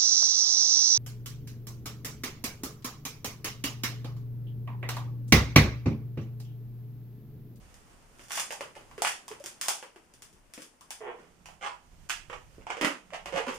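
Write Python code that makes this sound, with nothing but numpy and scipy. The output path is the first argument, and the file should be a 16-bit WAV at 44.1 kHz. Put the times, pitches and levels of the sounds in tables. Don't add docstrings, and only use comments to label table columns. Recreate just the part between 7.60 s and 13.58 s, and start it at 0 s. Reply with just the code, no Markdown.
import sys
import numpy as np
from scipy import signal
from scipy.fft import rfft, irfft, next_fast_len
from scipy.io import wavfile
from scipy.ndimage import uniform_filter1d, map_coordinates

SR = 44100
rng = np.random.default_rng(int(sys.argv[2]) if len(sys.argv) > 2 else 0)


def to_wav(sig):
    pcm = np.clip(np.atleast_2d(sig), -1, 1) * 32767
    pcm = np.round(pcm).astype(np.int16)
    wavfile.write(sys.argv[1], SR, pcm.T)


def to_linear_factor(level_db):
    exponent = np.asarray(level_db, float) / 20
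    return 10 ** exponent


N = 263718

SHADOW = 0.29


def unit(x):
    return x / np.sqrt(np.mean(x ** 2) + 1e-20)


def along(points, hz):
    f, v = np.transpose(points)
    return np.interp(np.log(hz + 1), np.log(f + 1), v)


def coloured(x, points):
    size = 2 * next_fast_len(x.shape[-1] // 2 + 4096)
    log_gain = np.log(to_linear_factor(along(points, np.fft.rfftfreq(size, 1 / SR))))
    cepstrum = irfft(log_gain, size)
    cepstrum[1:size // 2] *= 2
    cepstrum[size // 2 + 1:] = 0
    return irfft(rfft(x, size) * np.exp(rfft(cepstrum)), size)[..., :x.shape[-1]]


def diffuse(size):
    # pitch_hz, likeness (0-1)
    likeness = [(25, 0.89), (70, 0.18), (150, 0.73), (250, 0.759), (600, 0.32), (1300, 0.0333),
                (3000, 0.09)]
    turn = np.arccos(np.clip(along(likeness, np.fft.rfftfreq(size, 1 / SR)), 0, 1)) / 2
    mid, side = irfft(rfft(rng.standard_normal((2, size))) * [np.cos(turn), np.sin(turn)], size)
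    return np.array([mid + side, mid - side])


def wobble(rate):
    knots = rng.standard_normal(int(N * rate / SR) + 4)
    return map_coordinates(knots, [np.arange(N) * rate / SR])


def side_db(s):
    # time_s, left_right_db
    place = [
        (0, -0.5),
        (1.3, 0.1),
        (2.0, 0.9),
        (2.6, 3),
        (3.3, 2.5),
        (3.45, -2),
        (4.5, -5.5),
        (5.0, -3.5),
        (5.98, -3),
    ]
    return np.interp(s, *np.transpose(place))


def placed(s, waves, pan_db):
    where = (np.round(s * SR).astype(int) + np.arange(waves.shape[1])).ravel()
    ears = [(waves * to_linear_factor(side * pan_db / 2)).ravel() for side in (1, -1)]
    return np.array([np.bincount(where, ear, N + SR)[:N] for ear in ears])


def traffic(loud, knee_db, duck):
    # pitch_hz, level_db (per Hz)
    rumble_colour = [(12, -9), (20, -10), (28, 3.5), (42, -2.5), (70, -4.5), (150, -11.5), (400, -43.5)]
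    # time_s, length_s, rumble_db, drone_db, drone_hz
    passes = [
        (0.15, 0.44, -67, -64, 106),
        (1.111, 0.48, -65, -58, 140),
        (1.784, 0.29, -69, -59.5, 112),
        (3.794, 0.35, -64, -59, 169),
        (4.8, 0.36, -59.5, -62, 111),
        (5.125, 0.149, -78, -61, 181),
        (5.9, 0.51, -55.5, -50.5, 181),
    ]
    t = np.arange(N) / SR
    s, length, rumble_db, drone_db, drone_hz = np.transpose(passes)[..., None]
    near = np.exp(-((t - s) / length) ** 2)
    rumble_level = to_linear_factor(-70) + np.sum(near * to_linear_factor(rumble_db), 0)
    lumps = to_linear_factor(3.7 * wobble(2.943))
    rumble = unit(lumps * coloured(diffuse(N), rumble_colour)) * to_linear_factor(11.5) * rumble_level
    turn = 2 * np.pi * drone_hz * t
    sway = [wobble(46) for _ in range(4)]
    cos = np.sum(near * to_linear_factor(drone_db) * np.cos(turn), 0)
    sin = np.sum(near * to_linear_factor(drone_db) * np.sin(turn), 0)
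    drone = sway[0] * cos + sway[1] * sin + 0.55 * np.array([sway[2], sway[3]]) * cos
    power = uniform_filter1d(np.mean(loud ** 2, 0), size=SR // 5, origin=SR // 14)
    level_db = 10 * np.log10(np.abs(power) + 1e-12)
    return (rumble + drone) * to_linear_factor(-duck * np.maximum(level_db - knee_db, 0))


def microphone_hiss():
    # pitch_hz, level_db (per Hz)
    hiss_colour = [(100, -12), (200, 3), (500, -4), (1000, -8), (3000, -20), (8000, -17.5), (16000, -20.5)]
    drop_db, drop_s, slide_s = 4.5, 2.1, 0.05
    t = np.arange(N) / SR
    hiss_db = -57.5 - drop_db * (1 + np.tanh((t - drop_s) / slide_s)) / 2
    return unit(coloured(diffuse(N), hiss_colour)) * to_linear_factor(hiss_db + 0.84 * wobble(27.0))


def room_tone(loud):
    follows = 0.83
    lean_db = np.array([[1], [-1]]) * follows * side_db(np.arange(N) / SR) / 2
    return (traffic(loud, knee_db=-56.5, duck=0.36) + microphone_hiss()) * to_linear_factor(lean_db)


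def snaps(table, hiss_db, cycles):
    s, db, ring_db, hz = np.transpose(table)
    pan_db = side_db(s)
    return np.array([s, db, ring_db, hiss_db + SHADOW * pan_db, hz, pan_db, cycles + 0 * s]).T


def first_clicks(table, colour, db, grows):
    s, peak_db = np.transpose(table)[:2, :, None]
    return coloured(placed(s, to_linear_factor(db + grows * (peak_db + 23)), side_db(s)), colour)


def strokes(table, uneven, cycles, ring_db, hiss_db, rise_db, size_db):
    rows = []
    fall_db = 31
    uneven = max(uneven, .16)
    for start, rise, fall, peak_db, hz, rate in table:
        chance = rng.standard_normal((200, 3))
        gaps = np.exp(uneven * chance[:, 0] - uneven ** 2 / 2) / rate
        times = start + np.cumsum(gaps)
        db = peak_db - np.interp(times - start, [0, rise, rise + fall], [rise_db, 0, fall_db])
        db = db + size_db * (0.35 + uneven) * chance[:, 1]
        db = db - 10 * np.log10(rate / 200)
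        pitch = hz * np.exp(0.32 * uneven * chance[:, 2])
        each = snaps(np.array([times, db, ring_db + 0 * db, pitch]).T, hiss_db, cycles)
        rows.append(each[times < min(start + rise + fall, N / SR)])
    return np.vstack(rows)


def peels():
    # time_s, peak_db, ring_db, pitch_hz
    peel_events = [(0.1422, -56, -17, 255), (0.6842, -54, -39, 320), (0.6983, -51, 0, 1210),
                   (0.7189, -36, -26, 842), (0.7321, -38, -20, 750), (0.9237, -40.5, 0, 860),
                   (1.4203, -28, 2, 796), (1.681, -43, -1, 1010), (1.7997, -56, -16, 570),
                   (1.8402, -44.5, -6, 356), (1.8606, -38, -17, 602), (2.013, -30.5, -47, 1090),
                   (2.0598, -42.5, -2, 1080), (2.0839, -24, -8.5, 813), (2.5384, -56.5, -13, 260),
                   (2.6215, -48, -17, 403), (2.7288, -62.5, 0, 200), (2.9372, -45.5, -28, 938),
                   (3.02, -47, -9, 198), (3.2098, -54, 1.5, 1096), (3.3061, -38.5, -11.5, 851)]
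    # pitch_hz, level_db
    tick = [(1500, -22.5), (3500, -3), (6000, 5), (10000, 0.5), (16000, 0)]
    return snaps(peel_events, hiss_db=3, cycles=2.0), first_clicks(peel_events, tick, db=-3.5, grows=1.0)


def rubs():
    # start_s, rise_s, fall_s, peak_db, pitch_hz
    rub_events = [
        (0.56, 0.055, 0.1, -58.5, 346),
        (0.68, 0.12, 0.013, -38.5, 844),
        (0.907, 0.0075, 0.065, -52.5, 800),
        (1.446, 0.0054, 0.072, -35, 845),
        (1.838, .02, 0.029, -58, 430),
        (2.01, 0.027, 0.032, -46, 890),
        (2.94, 0.092, 0.026, -65, 346),
        (3.85, 0.0047, 0.082, -55, 890),
        (4.484, 0.0085, 0.03, -31.5, 925),
        (5.91, 0.021, 0.059, -48, 524),
    ]
    return strokes([(*rub, 210) for rub in rub_events],
                   uneven=0.7456, cycles=1.65, ring_db=-17, hiss_db=2, rise_db=20, size_db=7.0)


def pops():
    # time_s, peak_db, ring_db, pitch_hz
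    pop_events = [(0.594, -44, -10.5, 328), (0.7068, -31, -9, 960), (0.7759, -24.5, -7.5, 950),
                  (0.9063, -29.5, -9, 613), (1.008, -30, -5, 580), (1.1529, -43.5, -30, 610),
                  (1.3123, -48, 0, 1050), (1.3794, -37.5, -1.5, 433), (1.4486, -18.5, -16, 860),
                  (1.4701, -21, -17, 800), (1.714, -38, -4.3, 430), (2.2264, -37.5, -6.5, 543),
                  (2.3603, -47.5, -3.5, 400), (2.9776, -41.5, -1.5, 280.4), (3.8573, -41, -8.5, 914),
                  (3.8871, -49.5, 2.5, 788), (4.4977, -26.5, -28, 1060), (4.5043, -23, -19, 1123),
                  (4.6982, -41, -1, 506), (4.9811, -65, 18, 286), (5.0679, -39, 3, 890),
                  (5.1029, -30, -1.5, 946), (5.1692, -35.5, -2.5, 551), (5.2118, -22.5, -12.5, 313.5),
                  (5.247, -17.5, -13, 284), (5.2743, -38, 0, 1040), (5.5045, -49, -0.5, 1080),
                  (5.5303, -47, -8, 635), (5.658, -31.5, -7, 725), (5.8665, -36.5, -12, 484.4)]
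    # pitch_hz, level_db
    knock = [(500, -22), (1000, 2.5), (2500, -3.5), (4000, -5), (9000, -30.5)]
    return snaps(pop_events, hiss_db=-11.5, cycles=1.21), first_clicks(pop_events, knock, db=-7, grows=1.58)


def drags():
    # start_s, rise_s, fall_s, peak_db, pitch_hz
    drag_events = [
        (1.151, 0.013, .12, -47, 666),
        (3.55, 0.027, 0.35, -62.5, 400.7),
        (4.005, 0.0515, 0.0338, -30.5, 807),
        (4.7, .025, 0.048, -42.5, 677),
        (4.869, 0.15, 0.062, -61.5, 400),
        (5.07, 0.0397, .05, -41.5, 760),
        (5.205, 0.018, 0.063, -30, 413),
        (5.243, 0.0048, 0.0556, -24, 1110),
    ]
    return strokes([(*drag, 190) for drag in drag_events],
                   uneven=1.12, cycles=1.75, ring_db=-3, hiss_db=-12, rise_db=24, size_db=-2.0)


def squeaks(drift, throb):
    # start_s, length_s, pitch_hz, level_db, left_right_db
    sung = [(1.381, 0.018, 398, -34.5, -3), (1.707, 0.027, 427, -36.5, -4), (1.803, 0.023, 565, -35.5, 3),
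            (2.081, 0.017, 787, -32.5, -3), (2.363, 0.011, 348, -49, 14), (2.986, 0.012, 300, -54, 19),
            (3.306, 0.011, 800, -43, -1), (3.406, 0.16, 430, -38, -8), (3.487, 0.047, 903, -48.5, -6.5),
            (4.014, 0.044, 529, -51, -7), (4.034, 0.016, 1120, -47, -23), (5.17, 0.084, 489, -40, -11),
            (5.205, 0.025, 324.4, -55, 3), (5.24, 0.054, 272, -29.5, -4), (5.522, 0.052, 608.7, -38.5, -4),
            (5.728, 0.033, 532.6, -32, -15), (5.739, 0.038, 177.3, -32, -2.5),
            (5.752, 0.059, 541, -30.5, -24.5), (4.043, 0.033, 410, -43, -11),
            (5.786, 0.017, 340.4, -41, -1), (5.872, 0.045, 249.4, -28, -3), (5.868, 0.04, 503, -27.5, 0),
            (5.862, 0.066, 978, -42, -19)]
    s, length, hz, db, pan_db = np.transpose(sung)[..., None]
    t = np.arange(SR // 8) / SR
    u = np.clip(t / length, 0, 1)
    note = np.arange(len(s))[:, None]
    pitch_sway, level_sway = [map_coordinates(rng.standard_normal((len(s), 20)),
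                                              np.broadcast_arrays(note, rate * t)) for rate in (45, 120)]
    phase = 2 * np.pi * np.cumsum(hz * (1 + drift * pitch_sway), axis=1) / SR
    swell = np.sin(np.pi * u ** 0.51)
    return placed(s, to_linear_factor(db + throb * level_sway) * swell * np.sin(phase), pan_db)


def groans():
    # start_s, rise_s, fall_s, peak_db, pitch_hz
    groan_events = [
        (3.4, .09, 0.0953, -46.5, 456.8),
    ]
    return strokes([(*groan, 130) for groan in groan_events],
                   uneven=0.05, cycles=5, ring_db=-3, hiss_db=-32, rise_db=8, size_db=1.5)


def creaks():
    # start_s, rise_s, fall_s, peak_db, pitch_hz
    creak_events = [
        (5.525, 0.01216, 0.034, -34, 620.4),
        (5.655, 0.011, .05, -38.5, 500),
        (5.72, 0.0547, 0.036, -31, 539.5),
        (5.866, 0.0078, 0.096, -34, 501),
    ]
    return strokes([(*creak, creak[-1] / 3) for creak in creak_events],
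                   uneven=0.59, cycles=2, ring_db=-7, hiss_db=-14, rise_db=12.5, size_db=5.0)


def slips(rows, gain_db, ring_db, fizz_db, second_db, soft_db, covered):
    # pitch_hz, level_db
    crack_colour = [(400, -46), (900, -5), (1500, -8.5), (2500, 8.5), (3500, 10), (5000, -3.5), (9000, -69)]
    fizz_colour = [(1500, -8.5), (3500, 10), (5000, -4), (9000, 4.5), (13000, 1.5), (16000, 4)]
    # pitch_hz, level_db
    thud_colour = [(300, -81), (700, 4.5), (1200, 11.5), (2000, 10.5), (3300, 2), (4500, -34), (9000, -38)]
    muffle_colour = [(1500, -42), (3500, -4.5), (5000, 0.5), (7500, 0.5), (10000, -8.5), (13000, -12.5),
                     (16000, -33.5)]
    s, db, low_db, high_db, hz, pan_db, cycles = np.transpose(rows)[..., None]
    t = np.arange(800) / SR
    swell = (1 - np.exp(-hz * t / 0.37)) * np.cos(np.pi / 2 * t / t[-1])

    def mode(f):
        return np.sin(2 * np.pi * f * t) * np.exp(-f * t / cycles) * swell

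    upper_hz = hz * (1.82 + 0.3 * rng.standard_normal(hz.shape))
    upper_db = second_db - np.maximum(hz - 500, 0) / 45
    ring = (mode(hz) + to_linear_factor(upper_db) * mode(upper_hz)) * to_linear_factor(db + low_db + ring_db)
    sharp = 1 / (2 + np.exp((soft_db - high_db + 0.63 * low_db - covered * pan_db) / 1.17))
    jolt = to_linear_factor(db + gain_db)
    fizz = to_linear_factor(db + gain_db + high_db + fizz_db)
    parts = [(jolt * sharp, crack_colour), (jolt * (1 - sharp), thud_colour),
             (fizz * sharp, fizz_colour), (fizz * (1 - sharp), muffle_colour)]
    noises = sum(coloured(placed(s, size, pan_db), colour) for size, colour in parts)
    return placed(s, ring, pan_db) + noises


def smear(spread_s):
    hz = np.fft.rfftfreq(1024, 1 / SR)
    chance = rng.standard_normal(len(hz)) + 0.523 * rng.standard_normal((2, len(hz)))
    lag = np.abs(uniform_filter1d(chance, size=16, axis=1)) * 4 * spread_s
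    lag = lag * np.clip(hz / 1500, 0, 1)
    return irfft(np.exp(-2j * np.pi * np.cumsum(lag, axis=1) * hz[1]))


def room(x, spread_s, bounce_db, wall_db, gap_s, rise_s, clear_db):
    # pitch_hz, t60_s
    decay = [(150, 0.34), (500, 0.33), (1500, 0.28), (4000, 0.3), (10000, 0.29), (16000, 0.18)]
    # pitch_hz, level_db
    returned = [(100, -20), (300, 0.5), (700, 0), (2000, 1.5), (16000, 3.5)]
    floor_bounce = round(.0055 * SR)
    heard, step = np.zeros((2, N + 2 * SR)), SR // 5
    for start in range(0, N, step):
        hz, t, z = signal.stft(diffuse(SR // 2), SR, nperseg=256)
        tail_db = along(returned, hz)[:, None] - 60 * t / along(decay, hz)[:, None]
        tail = signal.istft(z * to_linear_factor(tail_db), SR, nperseg=256)[1]
        tail = tail * np.clip((np.arange(tail.shape[1]) / SR - gap_s) / rise_s, 0, 1)
        path = to_linear_factor(wall_db) * tail / np.linalg.norm(tail, axis=1, keepdims=True)
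        direct = smear(spread_s)
        path[:, 0] += to_linear_factor(clear_db)
        path[:, :direct.shape[1]] += direct
        path[:, floor_bounce:floor_bounce + direct.shape[1]] += to_linear_factor(bounce_db) * smear(2 * spread_s)
        answer = signal.fftconvolve(x[:, start:start + step], path, axes=1)
        heard[:, start:start + answer.shape[1]] += answer
    return heard[:, :N]


def scene():
    peel_slips, peel_clicks = peels()
    pop_slips, pop_clicks = pops()
    rows = np.vstack([peel_slips, pop_slips, rubs(), drags(), groans(), creaks()])
    skin = slips(rows, gain_db=18.5, ring_db=11.5, fizz_db=7.0, second_db=0.0, soft_db=-16.5, covered=2.1)
    notes = squeaks(drift=0.02, throb=2.4)
    balloon = room(skin + to_linear_factor(-18.0) * notes, spread_s=.0011, bounce_db=-10.5, wall_db=5.0,
                   gap_s=0.0012, rise_s=0.0031, clear_db=-8.5)
    balloon = balloon + peel_clicks + pop_clicks + to_linear_factor(-4) * notes
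    return balloon + room_tone(balloon)


def roll_off(x):
    return signal.sosfilt(signal.butter(12, 16500, fs=SR, output="sos"), x)


def record(dry):
    # pitch_hz, level_db
    left_port = [(100, -8.5), (3000, 2.5), (3900, -6), (5000, -1), (6500, -8), (9000, 1), (11000, -4.5),
                 (13000, -14), (15250, -6.5), (15500, -35), (17000, -47)]
    right_port = [(100, -8), (3000, 4), (3900, -2), (5000, 0), (6500, 2), (9000, -5), (11000, -11.5),
                  (13000, -8.5), (15250, -12), (15500, -31), (17000, -47)]
    ports = np.array([coloured(dry[0], left_port), coloured(dry[1], right_port)])
    return roll_off(ports)


dry = scene()
out = record(dry)
to_wav(out)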